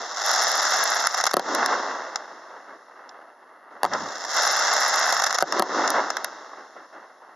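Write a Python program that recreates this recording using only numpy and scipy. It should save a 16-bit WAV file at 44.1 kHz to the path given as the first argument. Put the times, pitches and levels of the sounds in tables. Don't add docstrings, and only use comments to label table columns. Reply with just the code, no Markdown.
import sys
import numpy as np
from scipy import signal
from scipy.fft import rfft, irfft
from scipy.io import wavfile
from scipy.ndimage import uniform_filter1d, minimum_filter1d

SR = 44100
rng = np.random.default_rng(int(sys.argv[2]) if len(sys.argv) > 2 else 0)


def transcribe(u):
    v = np.clip(np.atleast_2d(u).T, -1, 1)
    q = np.round(v * 32767).astype(np.int16)
    wavfile.write(sys.argv[1], SR, q)


N = 324135
TIME = np.arange(N) / SR

# f/Hz, relative level/dB
FAN_BODY_SPECTRUM = [(90, -42), (190, -22.5), (300, -19), (450, -9.5), (600, 0.5), (760, 5), (1000, 1.5),
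                     (1250, 6), (1900, 3.5), (2750, -5.5), (3500, -17.5)]
# f/Hz, relative level/dB
FAN_HISS_SPECTRUM = [(2200, -7.5), (3200, -6), (3650, -1), (4600, -11), (5300, 3.5), (6200, -2.5),
                     (7100, -3.5), (7800, -15.5), (8600, -33), (12000, -28)]
# f/Hz, relative level/dB
SPIT_SPECTRUM = [(30, -7), (90, -32), (2000, -36), (7500, -27), (8800, 5.5), (11000, 15), (12300, 12.5)]
# f/Hz, relative level/dB
ROLL_RUMBLE_SPECTRUM = [(50, -61), (85, -26), (130, -21), (180, -9), (270, 4.5), (400, 7), (600, -2.5),
                        (1000, -21.5)]
# f/Hz, relative level/dB
ROLL_BODY_SPECTRUM = [(250, -44.5), (450, -6.5), (620, 0.5), (1200, 1), (1900, -5.5), (2750, -18),
                      (3600, -27)]
# f/Hz, side re mid before trim/dB
SIDE_SPECTRUM = [(100, -13.5), (600, -20.5), (1500, -17), (2700, -12.5), (3600, -11), (5200, -6.5),
                 (16000, -0.5)]
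# t/s, relative peak/dB, wave length/ms, treble/dB, ground echo/dB
LIFT_CHARGES = [(3.8327, 8, 1.07, -6.5, -32), (3.8439, 4, 1, -11, -12), (3.8509, 5.5, 0.86, -9.5, -11),
                (3.862, -6, 0.56, -11, -22)]
# t/s, relative peak/dB, wave length/ms, treble/dB, ground echo/dB
SHELL_BURSTS = [(1.3357, -11, 0.44, -2, -22.5), (1.34, 13.5, 1.55, -2.5, -14), (1.3684, 13, 1.62, -5, -8.5),
                (1.3955, 4.5, 1.2, -2, -11), (5.4245, 11.5, 1.32, -7.5, -7), (5.5957, 15, 1.64, -2, -0.5),
                (5.623, 8.5, 0.94, -4, -12)]


def undb(db):
    return 10 ** (np.asarray(db) / 20)


def rms(x):
    return np.sqrt(np.mean(x ** 2)) + 1e-12


def shape(x, gain_db, size=4096):
    f_hz = np.maximum(np.fft.rfftfreq(size, 1 / SR), 1)
    cepstrum = irfft(np.log(undb(gain_db(f_hz))))
    cepstrum[1:size // 2] *= 2
    cepstrum[size // 2 + 1:] = 0
    response = irfft(np.exp(rfft(cepstrum)))[:size // 2]
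    return signal.oaconvolve(x, response)[:len(x)]


def colour(x, points):
    hz, db = np.transpose(points)

    def gain_db(f):
        low_skirt = 12 * np.minimum(np.log2(f / hz[0]), 0).clip(-3)
        high_skirt = -18 * np.maximum(np.log2(f / hz[-1]), 0)
        return np.interp(np.log(f), np.log(hz), db) + low_skirt + high_skirt

    return shape(x, gain_db)


def lowpass(x, hz, order=2):
    return signal.sosfilt(signal.butter(order, hz, fs=SR, output="sos"), x)


def highpass(x, hz, order):
    return signal.sosfilt(signal.butter(order, hz, "high", fs=SR, output="sos"), x)


def add(track, at_s, sound):
    start = max(int(at_s * SR), 0)
    track[start:start + len(sound)] += sound[:max(N - start, 0)]


def walk(rate_hz):
    steps = np.interp(TIME * rate_hz, np.arange(N), rng.standard_normal(N))
    return steps / rms(steps)


def pops(rate_hz, spread_db):
    hits = rng.random(N) < rate_hz / SR
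    sizes = undb(spread_db * rng.standard_normal(N))
    train = hits * sizes * rng.choice([-1, 1], N)
    return train / np.sqrt(uniform_filter1d(train ** 2, size=3000) + 1e-6)


def stereo(train, spectrum):
    side = colour(train * rng.standard_normal(N), SIDE_SPECTRUM)
    norm = np.linalg.norm(colour(signal.unit_impulse(2048), spectrum))
    return np.array([colour(train + side, spectrum), colour(train - side, spectrum)]) / norm


def fan_levels(catch_s=.11, fizz_s=.3, fizz_db=-12, fizz_rise_db_per_s=41, thin_db_per_s=32, dull_db_per_s=3.5):
    # t of catching/s, hold/s, body level/dB, hiss level/dB
    fan_table = [(0.169, .72, -24, -26), (4.265, 0.72, -23, -26)]
    total = np.zeros((2, N))
    for at_s, hold_s, body_db, hiss_db in fan_table:
        age_s = TIME - at_s
        fizz = fizz_rise_db_per_s * np.minimum(age_s, 0)
        swell = fizz_db * (1 - np.clip(age_s / catch_s, 0, 1)) + fizz
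        db = swell - thin_db_per_s * np.maximum(age_s - catch_s - hold_s, 0)
        dulling = dull_db_per_s * np.maximum(age_s, 0)
        total += (age_s > -fizz_s) * undb([body_db + db, hiss_db + db - dulling])
    return total


def fans(body_db=1, hiss_db=1, snap_db=-16, full_db=-26, rate_hz=2800, spread_db=3.0,
         clump_db=1.5, clump_hz=240, bunch_db=1.15, bunch_hz=110, snap_hz=55):
    body, hiss = fan_levels()
    fullness = np.clip(body / undb(full_db), .4, 1.5)
    bunches_db = bunch_db * walk(bunch_hz) * (1 / fullness - .5)
    train = pops(rate_hz * fullness, spread_db)
    train = train * undb(clump_db * walk(clump_hz) / np.sqrt(fullness) + bunches_db)
    snaps = pops(snap_hz, spread_db=2.5) * hiss * np.minimum(fullness, 1) ** 2
    return (stereo(train * body * undb(body_db), FAN_BODY_SPECTRUM)
            + stereo(train * hiss * undb(hiss_db), FAN_HISS_SPECTRUM)
            + stereo(snaps * undb(snap_db), SPIT_SPECTRUM))


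def cluster(crackle, at_s, ms, tail_db, tail_s):
    t, length_s = TIME[:SR // 16], max(ms, 1) / 1000
    envelope = np.exp(-(t / length_s) ** 4) + undb(tail_db) * np.exp(-t / tail_s)
    burst = crackle[int(at_s * SR):][:len(t)] * envelope
    return burst / np.linalg.norm(burst) * np.sqrt(length_s * SR)


def spurts(body_db=-8, hiss_db=-12, snap_db=-23, rate_hz=6000, spread_db=3):
    # t/s, relative level/dB, nominal length/ms
    spurt_table = [(1.052, -27, 17), (1.07, 3, 3.4), (1.143, -14.5, 10), (1.172, -19, 30), (1.21, -13, 3.3),
                   (1.239, -6.5, 2.9), (1.254, -11, 3.2), (1.266, -8, 12), (1.311, -16.5, 5.1),
                   (4.125, -25.5, 2), (4.182, -23, 2.3), (4.248, -23, 7.8), (4.384, -25, 4.7),
                   (4.4746, -10, 5.1), (5.125, -8, 6), (5.197, -15.5, 7.9), (5.22, -12, 5.6),
                   (5.238, -8, 8.1), (5.264, -13.5, 13), (5.306, -16.5, 10), (5.327, -7, 1.1),
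                   (5.344, -15.5, 19), (5.385, -6.5, 5.4), (5.405, -16, 13.4)]
    train, snaps = np.zeros((2, N))
    crackle = pops(rate_hz, spread_db)
    for at_s, db, ms in spurt_table:
        add(train, at_s, cluster(crackle, at_s, ms, tail_db=-22.0, tail_s=.019) * undb(db))
        snap = cluster(crackle, at_s, ms / 2, tail_db=-32, tail_s=.003)
        add(snaps, at_s, snap * undb(db + snap_db))
    return (stereo(train * undb(body_db), FAN_BODY_SPECTRUM)
            + stereo(train * undb(hiss_db), FAN_HISS_SPECTRUM) + stereo(snaps, SPIT_SPECTRUM))


def cracks(rate_hz=9000, spread_db=3, ms=3.07, snap_ms=.59):
    # t/s, body level/dB, hiss level/dB, snap level/dB
    crack_table = [(1.549, -22, -21, -26.5), (1.6601, -9.5, -17.5, -21), (2.158, -21.5, -22.5, -69),
                   (3.092, -53, -43.5, -78), (3.935, -30, -23.5, -70), (5.5229, -11.5, -18.5, -31),
                   (5.877, -15, -17, -49.5), (5.903, -18, -21, -19.5), (6.103, -18, -23, -35),
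                   (6.1686, -20, -25.5, -33), (6.2446, -19, -24, -22.5)]
    body, hiss, snaps = np.zeros((3, N))
    crackle = pops(rate_hz, spread_db)
    for at_s, body_db, hiss_db, snap_db in crack_table:
        burst = cluster(crackle, at_s, ms, tail_db=-9, tail_s=.007)
        add(body, at_s, burst * undb(body_db))
        add(hiss, at_s, burst * undb(hiss_db))
        snap = cluster(crackle, at_s, snap_ms, tail_db=-50, tail_s=.004)
        add(snaps, at_s, snap * undb(snap_db))
    return stereo(body, FAN_BODY_SPECTRUM) + stereo(hiss, FAN_HISS_SPECTRUM) + stereo(snaps, SPIT_SPECTRUM)


def reports(gain_db=1, echo_s=.00527, dull_hz=1900, scatter_db=-32, scatter_s=.011, slack=1.08, rounding=.019):
    # f/Hz, relative level/dB
    blast_spectrum = [(30, -44), (80, -34), (150, -3.5), (260, 2.5), (450, 5.5), (750, 14.5), (1200, 16),
                      (2000, 11.5), (4500, 15.5), (7000, 10), (9000, 2), (12300, 2.5)]
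    out, t = np.zeros(N), TIME[:SR // 8]
    for at_s, db, ms, treble_db, echo_db in LIFT_CHARGES + SHELL_BURSTS:
        age = t * 1000 / ms
        rounded_end = (1 - np.tanh((age - 1) / rounding)) / 2
        n_wave = (1 - slack * 2 * age) * rounded_end
        scatter = rng.standard_normal(len(t)) * np.exp(-t / scatter_s) * undb(scatter_db)
        scattered = signal.fftconvolve(lowpass(n_wave, dull_hz), scatter)[:len(t)]
        blast = colour(n_wave + scattered, blast_spectrum)
        blast = colour(blast, [(20, 0), (1500, .015), (4000, treble_db - .5), (20000, treble_db + 22.0)])
        blast = blast / np.abs(blast).max() * undb(db + gain_db)
        add(out, at_s, blast)
        add(out, at_s + echo_s, lowpass(blast, dull_hz) * undb(echo_db))
    return out


def ports(x, lag_s=.0002, side_db=-3, low_hz=125):
    x = highpass(x, low_hz, order=3)
    lagged = np.interp(TIME - lag_s, TIME, x)
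    side = colour(lagged, SIDE_SPECTRUM) * undb(side_db)
    return np.array([x + side, x - side])


def slaps(gain_db=-6):
    # delay/s, relative level/dB, smear/ms, rumble re body/dB
    near_shore = [(.079, -28, 6.2, -24), (.094, -23, 6.7, -18)]
    # delay/s, relative level/dB, smear/ms, rumble re body/dB
    far_banks = [(.16, -43.5, 17, -6), (.345, -31.5, 13.6, -15.5), (.97, -53, 12, -6.5),
                 (1.16, -51.5, 16, -14.5), (1.325, -52, 26, -9), (1.62, -55, 6.9, -18)]
    body, rumble = np.zeros((2, N))
    t = TIME[:SR // 8]
    for shots, paths in (LIFT_CHARGES, near_shore), (SHELL_BURSTS, far_banks):
        for at_s, db, *_ in shots:
            for delay_s, path_db, smear_ms, rumble_db in paths:
                age = t * 1000 / smear_ms
                swell = age * np.exp(1 - age)
                echo = rng.standard_normal(len(t)) * swell * undb(db + path_db + gain_db)
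                add(body, at_s + delay_s, echo)
                add(rumble, at_s + delay_s, echo * undb(rumble_db))
    return stereo(body, ROLL_BODY_SPECTRUM) + stereo(rumble, ROLL_RUMBLE_SPECTRUM)


def roll_levels(rise_s=.037):
    # t/s, hold/s, rumble level/dB, body level/dB, hiss level/dB
    roll_table = [(-.1, 0.15, -54.5, -37, -40.5), (1.342, 0.37, -35, -26.5, -35.5),
                  (3.69, 0.31, -64, -51, -69), (3.833, 0.13, -43.5, -33.5, -41.5),
                  (5.42, 0.47, -32.5, -26.5, -35)]
    # share of hold, fall/(dB/s), tail level/dB, tail fall/(dB/s)
    decay_table = [(0.58, 36, -24.5, 8.5), (1, 33, -17.5, 9), (1, 39.5, -13, 15)]
    # level/dB of rumble, body, hiss
    floor_db = [-64, -52, -81.5]
    power = np.outer(undb(floor_db) ** 2, np.ones(N))
    for at_s, hold_s, *levels_db in roll_table:
        rise = np.clip((TIME - at_s) / rise_s, 0, 1)
        for band, (share, fall, tail_db, tail_fall) in enumerate(decay_table):
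            late_s = np.maximum(TIME - at_s - share * hold_s, 0)
            decay = undb(-fall * late_s) ** 2 + undb(tail_db - tail_fall * late_s) ** 2
            power[band] += (rise * undb(levels_db[band])) ** 2 * decay
    return np.sqrt(power)


def roll(rumble_db=2, body_db=2, hiss_db=-2.0, rate_hz=2400, spread_db=3,
         patchy_db=1.2, patchy_hz=60, surge_db=1.6, surge_hz=11):
    # f/Hz, relative level/dB
    hiss_spectrum = [(2200, -27.5), (3200, -0.5), (3700, 5), (4600, -6.5), (5300, 7.5), (7000, -1),
                     (7800, -15.5), (9000, -44.5)]
    rumble, body, hiss = roll_levels()
    surge = undb(surge_db * walk(surge_hz))
    echoes = pops(rate_hz, spread_db) * undb(patchy_db * walk(patchy_hz)) * surge
    thuds = pops(rate_hz / 2, spread_db) * surge
    diffuse = rng.standard_normal(N)
    return (stereo(thuds * rumble * undb(rumble_db), ROLL_RUMBLE_SPECTRUM)
            + stereo(echoes * body * undb(body_db), ROLL_BODY_SPECTRUM)
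            + stereo(diffuse * hiss * undb(hiss_db), hiss_spectrum))


def boom(start_s=3.835, db=-41, decay_s=1.0, end_s=.24):
    # f/Hz, relative level/dB
    boom_spectrum = [(50, -39), (80, -13), (108, 4.5), (135, -4), (190, 7), (290, 5), (450, -34)]
    age_s = np.maximum(TIME - start_s, 0)
    decay = (age_s > 0) * np.exp(-age_s / decay_s)
    ending = np.exp(-(age_s / end_s) ** 8)
    return stereo(rng.standard_normal(N) * decay * ending * undb(db), boom_spectrum)


def night_air(level_db=-78.0):
    # f/Hz, relative level/dB
    air_spectrum = [(90, 8), (190, 9.5), (400, -5), (1500, 6.5), (6000, -4), (8200, -35), (9500, 6),
                    (11000, 17.5), (12300, -2)]
    return stereo(rng.standard_normal(N) * undb(level_db), air_spectrum)


def limiter(x, ceiling_db=-7.5, squeeze=.82, release_db_per_s=120):
    peak_db = 20 * np.log10(np.abs(x).max(axis=0) + 1e-9)
    cut_db = np.maximum(peak_db - ceiling_db, 0) * squeeze
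    recovered_db = release_db_per_s * TIME
    gain_db = recovered_db - np.maximum.accumulate(cut_db + recovered_db)
    held_db = minimum_filter1d(gain_db, size=45)
    return x * undb(uniform_filter1d(held_db, size=45))


def scene():
    crackle = fans() + spurts() + cracks()
    return crackle + ports(reports()) + slaps() + roll() + boom() + night_air()


def record(dry, steep_hz=3000, overload_limit=.21, round_level=.75, bass_hz=85,
           mic_top_hz=11720, mic_fall_db_per_octave=118, top_hz=15000, balance_db=-.22):
    # f/Hz, Gaussian width/Hz, gain/dB
    housing_table = [(2397, 190, -22.5), (3015, 114, -14), (4550, 560, 4.5), (7955, 413, -18)]
    dry = limiter(dry)
    steep = highpass(dry, steep_hz, order=2)
    overload = steep - np.clip(steep, -overload_limit, overload_limit)

    def housing_db(f):
        uneven = sum(db * np.exp(-((f - hz) / width_hz) ** 2) for hz, width_hz, db in housing_table)
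        return uneven - mic_fall_db_per_octave * np.log2(f / mic_top_hz).clip(0, .3)

    rounded = dry / (1 + (dry / round_level) ** 6) ** (1 / 6)
    rounded = highpass(rounded, bass_hz, order=3)
    wet = np.array([shape(sound - colour(over, SPIT_SPECTRUM), housing_db)
                    for sound, over in zip(rounded, overload)])
    wet = wet * undb(np.array([[balance_db], [-balance_db]]) / 2)
    return signal.sosfilt(signal.ellip(8, .2, 70, top_hz, fs=SR, output="sos"), wet)


dry = scene()
out = record(dry)
transcribe(out)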